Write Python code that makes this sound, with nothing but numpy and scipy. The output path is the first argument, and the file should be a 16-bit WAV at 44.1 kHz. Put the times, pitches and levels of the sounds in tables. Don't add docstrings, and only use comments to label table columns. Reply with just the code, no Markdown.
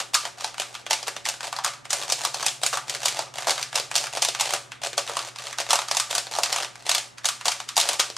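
import sys
import numpy as np
from scipy import signal
from scipy.fft import rfft, irfft, next_fast_len
from scipy.io import wavfile
from scipy.ndimage import uniform_filter1d

SR = 44100
rng = np.random.default_rng(int(sys.argv[2]) if len(sys.argv) > 2 else 0)


def wav_out(sig):
    wavfile.write(sys.argv[1], SR, np.round(np.clip(np.atleast_2d(sig).T, -1, 1) * 32767).astype(np.int16))


N = 360633

# t/s, relative snap level/dB, hollow knock relative to snap/dB, hollow pitch in that grip f/Hz
CLACK_EVENTS = [(0.1433, -8.5, -13, 1440), (0.1494, -8, 1.5, 1640), (0.4438, -15.5, 0.5, 850),
                (0.5987, -14.5, -3.5, 764.4), (0.908, -10, -10, 865), (0.931, -10.5, -7.5, 850.4),
                (1.081, -17.5, -1, 654), (1.2541, -17.5, -19, 861), (1.287, -13.5, -13, 880),
                (1.5276, -21, 5.5, 1078), (1.5875, -23, 10, 1154), (1.6462, -11.5, 3.5, 1229),
                (1.9048, -14, -9.5, 804.5), (1.9304, -10.5, -7.5, 824), (2.0999, -14, -4, 1202),
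                (2.1221, -9, -6.5, 813), (2.2498, -11.5, 1, 1072), (2.4279, -18.5, 4.5, 950),
                (2.4635, -8.5, -8, 861), (2.4837, -15.5, -10, 820), (2.6339, -11, -2.5, 825),
                (2.6633, -9.5, -12.5, 766), (2.7293, -22.5, 11.5, 1100), (2.739, -20, -3, 712.6),
                (2.7725, -18, 6.5, 1011), (2.8964, -15, -13, 950), (2.9492, -18.5, -16, 721.6),
                (3.056, -8, -5.5, 782.5), (3.083, -13, -12, 1281), (3.1914, -16.5, 5.5, 1040),
                (3.4704, -16.5, 7, 740), (3.4853, -17.5, 6.5, 625.3), (3.5069, -12, -11, 892),
                (3.6272, -15.5, -15.0, 1349), (3.7575, -10.5, -7, 996), (3.9548, -10, -9, 791),
                (3.9617, -9.5, -9, 780), (3.9796, -13.5, -16, 910), (4.172, -19.5, 4.5, 691.7),
                (4.221, -9.5, -10.5, 800), (4.2257, -11.5, -5, 820), (4.2492, -11, -7.5, 878),
                (4.286, -13, -4, 717), (4.3979, -14.5, -5, 848), (4.4085, -9.5, -3, 861),
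                (4.5365, -12.5, 1, 713.7), (4.9788, -12, 1.5, 722), (5.0962, -22.5, 5.5, 700),
                (5.1685, -16.5, 5.5, 950), (5.5862, -20, 0, 905.4), (5.7066, -7.5, -3, 1019),
                (5.731, -9, 3.5, 940), (5.756, -12, 0, 960), (5.7896, -16, 3.5, 763),
                (5.913, -11.5, 0, 690), (5.9489, -18.5, -1, 860), (5.9691, -10, -4.5, 854),
                (5.999, -10, -3, 1189), (6.1108, -17.5, -11, 841), (6.1514, -11.5, -7, 1099),
                (6.1813, -12, -7, 760.6), (6.3868, -18.5, 10.5, 707.2), (6.434, -8.5, -9, 871),
                (6.5276, -12, -9, 880.5), (6.5613, -17, 4, 1012), (6.893, -8, -7, 894),
                (6.915, -10.5, -7, 899), (6.9483, -9.5, -7, 1019), (6.9814, -15, -11, 830),
                (7.2553, -8.5, -9, 920), (7.2874, -12, -2, 1067), (7.4558, -13.5, -1.5, 1003),
                (7.4817, -9, -3.5, 880), (7.5185, -15.5, -7, 1207), (7.7668, -9.5, -3, 859),
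                (7.7776, -7, -0.5, 914), (7.7998, -9.5, -28, 870), (7.8128, -12, -28, 1085),
                (7.889, -9.5, -7, 846), (7.999, -7.5, -7.5, 1090), (8.0056, -14, -1, 1101)]
# t/s, relative snap level/dB
TICK_EVENTS = [(0.0014, -17.5), (0.2526, -19.5), (0.4083, -24), (0.543, -30), (0.581, -23.5), (0.619, -21),
               (0.743, -30), (0.7506, -23), (0.865, -22.5), (0.988, -33), (1.029, -23), (1.068, -28),
               (1.165, -21.5), (1.262, -18), (1.34, -29), (1.407, -23.0), (1.431, -33), (1.4412, -26.5),
               (1.5643, -21.5), (1.736, -29.5), (1.854, -29), (2.025, -22), (2.3442, -17), (2.407, -23),
               (2.445, -25), (3.032, -20.5), (3.17, -23.5), (3.3844, -20), (3.423, -26), (3.579, -20),
               (3.7289, -24.5), (3.777, -20), (3.9139, -20.0), (4.0394, -20.5), (4.069, -21.5),
               (4.3491, -17.5), (4.458, -21), (4.507, -17.5), (4.719, -24), (4.834, -21), (4.9308, -24),
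               (5.076, -22), (5.191, -18.5), (5.226, -35), (5.267, -33), (5.36, -28), (5.386, -24),
               (5.401, -34), (5.469, -22), (5.528, -22.5), (5.6656, -27.5), (5.69, -23), (5.818, -22.5),
               (5.885, -20.5), (6.269, -26), (6.352, -19.5), (6.459, -18.5), (6.583, -21), (6.6083, -29),
               (6.6313, -21), (6.756, -32), (6.8655, -21.5), (7.1824, -28), (7.245, -20.5), (7.4112, -25.5),
               (7.602, -21.5), (7.6892, -19), (7.8312, -19.5), (7.932, -18), (8.101, -24.5),
               (8.1663, -20.5)]
TICK_KNOCK_DB, TICK_HOLLOW_HZ = -1, 950
# f/Hz, relative level/dB
PLASTIC_COLOUR = [(70, -62), (600, -57), (1450, 1), (4700, 0), (7000, -1), (9000, -4), (11000, -13),
                  (13000, -16), (15500, -45)]
PIECE_MODES = [2715, 3330, 3720, 4370, 4730, 5790, 6660]
RING_DB, RING_SPREAD_DB, RING_WIDTH_HZ = -6, 6, 220
DETUNE = .04
FREE_HZ, FREE_RANGE = 865, 0.056
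FREE_WIDTH_HZ, GRIPPED_WIDTH_HZ = 250, 1000
# start t/s, length/s, finger push as relative scrape level/dB
LAYER_TURNS = [(0.0, 0.017, -31.5), (0.135, 0.012, -25), (0.226, 0.058, -40.5), (0.372, 0.12, -43),
               (0.578, 0.24, -51.5), (0.898, 0.015, -24.5), (1.06, 0.025, -34), (1.252, 0.047, -35),
               (1.423, 0.057, -35.5), (1.66, 0.014, -23.5), (1.9, 0.15, -37), (2.069, 0.031, -36.5),
               (2.181, 0.098, -34.5), (2.345, 0.145, -38.5), (2.612, 0.046, -38), (2.722, 0.031, -30),
               (2.869, 0.1, -39), (2.995, 0.23, -38.5), (3.335, 0.12, -40), (3.47, 0.045, -24.5),
               (3.555, 0.063, -36), (3.739, 0.06, -29.5), (3.929, 0.14, -37), (4.119, 0.072, -35),
               (4.388, 0.18, -34.5), (4.816, 0.0556, -31.5), (4.971, 0.021, -27.5), (5.06, 0.23, -40.5),
               (5.39, 0.125, -41.5), (5.572, 0.044, -29), (5.689, 0.049, -28.5), (6.093, 0.087, -33),
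               (6.306, 0.093, -34.5), (6.488, 0.16, -34), (6.775, 0.08, -51), (6.851, 0.14, -38.5),
               (7.452, 0.035, -29.5), (7.767, 0.19, -34.5), (7.983, 0.019, -24.5)]
START_S, STOP_S = 0.0057, 0.0051
SLAP_S, SLAP_DB = .0078, -13.5
# f/Hz, width/Hz, relative level/dB
BODY_MODES = [(386.5, 27, -1.5), (467, 20, -2), (575, 27.1, 7), (691, 58, 5), (765, 49, 2.5), (877, 34, 2),
              (974, 31, 1), (1169, 136, 3.5)]
# f/Hz, level/dB
SIDE_GAIN = [(200, -18), (800, -16), (1400, -23), (2700, -20.5), (4800, -15), (6400, -13.5), (8500, -2.5),
             (11000, -7), (14000, -7.5)]
# t/s, level/dB
OCTAVE_SWELL = [(0, -1.5), (5.2, 2), (8.2, -1)]
# t/s, f/Hz, relative level/dB
MOTOR_COURSE = [(1.35, 143.7, -93), (1.5, 142.4, -69), (2.75, 136.1, -62), (4.6, 138, -65.5),
                (5.4, 131.4, -72), (8.2, 133.4, -79)]
# f/Hz, relative level/dB
AIR_COLOUR = [(20, -11), (60, 2), (180, 7.5), (600, 6.5), (2000, 1), (12000, -36)]
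TOP_HZ = 16000


def clacks(graze_s, graze_db, snap_t60, knock_t60, chatter_db, snap_db, knock_db, crack_db, thud_db,
           hard_tilt_db, hard_stretch, rebound_db, size=2048):
    ticks = [(s, db, TICK_KNOCK_DB, TICK_HOLLOW_HZ * np.exp(0.26 * rng.standard_normal()))
             for s, db in TICK_EVENTS]
    s, level, hollow_db, hollow_hz = np.vstack([CLACK_EVENTS, ticks]).T
    count = len(s)
    lead = SR // 100
    t = (np.arange(size) - lead) / SR
    draw = rng.standard_normal((count, 4, size))
    spikiness = unit(uniform_filter1d(draw[:, 2:3], size=12))
    chatter = draw[:, :2] * amp(chatter_db * spikiness)
    graze = amp(graze_db) * np.exp(-np.abs(t) / graze_s)

    def blow(t60, lead_in):
        return chatter * np.where(t < 0, lead_in, amp(-60 * np.abs(t) / t60))

    seat = np.outer([1, 0], t == 0)
    play = draw[:, 3, :1, None]
    rebound_s = 0.0011 * np.exp(play / 2)
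    hardness = np.tanh((level - level.mean()) / level.std())[:, None, None]
    tilt = hard_tilt_db * hardness

    def snap_colour(hz):
        rebound = 1 + amp(rebound_db) * np.exp(-2j * np.pi * hz * rebound_s)
        treble = amp(tilt * hz ** 2 / (hz ** 2 + 2600 ** 2))
        return plastic(hz) * pieces(hz, count) * rebound * treble

    snap_blow = blow(snap_t60 * hard_stretch ** hardness, graze)
    snap = filtered(snap_blow + amp(crack_db) * seat, snap_colour)
    pitch = hollow_hz[:, None, None]
    freedom = np.exp(-(np.log(pitch / FREE_HZ) / FREE_RANGE) ** 2)
    width = GRIPPED_WIDTH_HZ + freedom * (FREE_WIDTH_HZ - GRIPPED_WIDTH_HZ)
    knock_blow = blow(knock_t60, 0) + amp(thud_db) * seat
    knock = filtered(knock_blow, lambda hz: cavity(hz, pitch, width))
    snap = amp(snap_db) * unit(snap)
    knock = amp(knock_db + hollow_db)[:, None, None] * unit(knock)
    hits = np.stack([snap, knock], axis=1) * np.sqrt(SR / 1000 / size)
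    return placed(s * SR - lead, amp(level)[:, None, None, None] * hits)


def plastic(hz):
    cepstrum = irfft(np.log(amp(along(PLASTIC_COLOUR, hz))))
    fold = 1 + np.sign(len(cepstrum) / 2 - np.arange(len(cepstrum)))
    return unit(np.exp(rfft(cepstrum * fold)))


def pieces(hz, count):
    strength, detune = rng.standard_normal((2, len(PIECE_MODES), count, 1, 1))
    ring = 0
    for centre, a, d in zip(PIECE_MODES, strength, detune):
        gain = amp(RING_DB + RING_SPREAD_DB * np.minimum(a, 2))
        ring = ring + gain * mode(hz, centre * np.exp(DETUNE * d), RING_WIDTH_HZ)
    return 1 + ring


def cavity(hz, centre_hz, width_hz, edge=0.66):
    edge_hz = edge * centre_hz
    return unit(mode(hz, centre_hz, width_hz) ** 2 * mode(hz, edge_hz, edge_hz) * 1j * hz)


def mode(hz, centre_hz, width_hz):
    return 1j * hz * width_hz / (centre_hz ** 2 - hz * hz + 1j * hz * width_hz)


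def scrape(rate, spread_db, tick_t60, scrape_db, hollow_db, size=256):
    force = push()
    starts = np.flatnonzero((rng.random(N) < rate / SR) & (force > 0))
    count = len(starts)
    weight, grip = np.clip(rng.standard_normal((2, count, 1, 1)), -2, 2)
    decay_db = -60 * np.arange(size) / SR / tick_t60
    ticks = rng.standard_normal((count, 2, size)) * amp(spread_db * weight + decay_db)
    bright = filtered(ticks, lambda hz: unit(plastic(hz) * pieces(hz, count)))
    centre_hz = 760 * np.exp(0.17 * grip)
    hollow = filtered(ticks, lambda hz: cavity(hz, centre_hz, width_hz=600, edge=0.46))
    rattle = placed(starts, np.stack([bright, hollow], axis=1))
    power = np.abs(uniform_filter1d(rattle[:, :1] ** 2, size=1000)) + 1e-6
    return amp([scrape_db, hollow_db])[:, None, None] * force * rattle / np.sqrt(power)


def push():
    t = np.arange(N) / SR
    power = np.zeros(N)
    for start, length, db in LAYER_TURNS:
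        end = start + length + 10 * STOP_S
        near = slice(round(max(start, 0) * SR), round(end * SR))
        age = np.abs(t[near] - start)
        onset = 1 - np.exp(-age / START_S)
        stop = np.exp(-np.maximum(age - length, 0) / STOP_S)
        power[near] += (amp(db) * onset * stop) ** 2
    return np.sqrt(power)


def slap(x):
    return filtered(x, lambda hz: amp(SLAP_DB) * np.exp(-2j * np.pi * hz * SLAP_S))


def room(x, colour, splits_hz, wet_db, t60, desk_db, desk_t60=0.082):
    t = np.arange(SR // 2) / SR
    walls = amp(wet_db) * unit(amp(-60 * t / t60) * np.clip(t / 0.0016, 0, 1))
    desk = amp(desk_db) * unit(amp(-60 * t / desk_t60) * (t > .002))
    m = 2 * next_fast_len((N + len(t)) // 2 + 1, real=True)
    answer = rfft((walls ** 2 + desk ** 2) / len(t), m)
    hz = np.fft.rfftfreq(m, 1 / SR)
    source, tint, out = rfft(x, m), colour(hz), 0
    for band in bands(hz, splits_hz):
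        power = irfft(source * band) ** 2
        energy = np.abs(irfft(rfft(power) * answer))
        noise = rng.standard_normal((2, m)) * np.sqrt(energy)
        out = out + rfft(noise) * unit(tint * band)
    return irfft(out)[:, :N]


def body(hz):
    modes = sum(amp(db) * mode(hz, centre, width) for centre, width, db in BODY_MODES)
    band = signal.butter(2, [300, 1700], "bandpass", fs=SR)
    return unit(modes * signal.freqz(*band, worN=hz, fs=SR)[1])


def bands(hz, splits_hz):
    below = [1 / (1 + (hz / split) ** 16) for split in splits_hz]
    return np.sqrt(np.abs(np.diff(below, axis=0, prepend=0, append=1)))


def hum(mains_db, buzz_db, motor_db):
    mains = 2 * np.pi * 60 * np.arange(N) / SR
    pitch, level = curves(MOTOR_COURSE)
    swell, = curves(OCTAVE_SWELL)
    fundamental = amp(mains_db) * np.sin(mains)
    octave = amp(buzz_db + swell) * np.sin(2 * mains)
    motor = amp(level + motor_db) * np.sin(2 * np.pi * np.cumsum(pitch) / SR)
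    return np.sqrt(2) * (fundamental + octave + motor)


def air(air_db, side_db):
    noise = unit(filtered(rng.standard_normal((2, N)), lambda hz: amp(along(AIR_COLOUR, hz))))
    return noise * amp([[air_db], [air_db + side_db]])


def amp(db):
    return 10 ** (np.asarray(db) / 20)


def unit(x):
    return x / np.sqrt(np.mean(np.abs(x) ** 2, axis=-1, keepdims=True) + 1e-20)


def along(points, hz):
    f, v = np.transpose(points)
    return np.interp(np.log(hz + 1), np.log(f), v)


def curves(rows):
    s, *cols = np.transpose(rows)
    return [np.interp(np.arange(N) / SR, s, c) for c in cols]


def filtered(x, response):
    n = x.shape[-1]
    m = 2 * next_fast_len(n * 2 // 3)
    return irfft(rfft(x, m) * response(np.fft.rfftfreq(m, 1 / SR)), m)[..., :n]


def placed(starts, sounds):
    size = sounds.shape[-1]
    out = np.zeros(sounds.shape[1:-1] + (N + 2 * size,))
    for start, sound in zip(starts, sounds):
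        out[..., round(start) + size:][..., :size] += sound
    return out[..., size:size + N]


def scene():
    hits = clacks(graze_s=0.01, graze_db=-19.5, snap_t60=0.014, knock_t60=0.012, chatter_db=4.0,
                  snap_db=0.17, knock_db=-5.5, crack_db=5.5, thud_db=12.0,
                  hard_tilt_db=12.5, hard_stretch=1.53, rebound_db=-6.5)
    slides = scrape(rate=650, spread_db=11.5, tick_t60=0.012, scrape_db=-0.06, hollow_db=-6.5)
    bright, hollow = hits + slides

    def dulled(hz):
        return plastic(hz) / np.sqrt(1 + (hz / 11000) ** 4)

    bright_room = room(bright[0], dulled, splits_hz=[2200, 3900, 6500], wet_db=-4.5, t60=0.33, desk_db=-8.0)
    bright = bright + slap(bright) + bright_room
    hollow_room = room(hollow[0], body, splits_hz=[540, 790, 1000], wet_db=-4.5, t60=0.39, desk_db=-4.0)
    hollow = hollow + amp(-20.5) * filtered(hollow, body) + hollow_room
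    mid, side = bright + hollow
    side = filtered(side, lambda hz: amp(along(SIDE_GAIN, hz)))
    mid, side = np.array([mid, side]) + air(air_db=-57.5, side_db=2.0)
    drone = hum(mains_db=-81.5, buzz_db=-60, motor_db=4.0)
    return np.array([mid + side, mid - side]) + drone * amp([[-.7], [.7]])


def record(dry):
    rounded = dry / (1 + (dry / .8) ** 4) ** (1 / 4)
    return filtered(rounded, lambda hz: hz < TOP_HZ)


dry = scene()
out = record(dry)
wav_out(out)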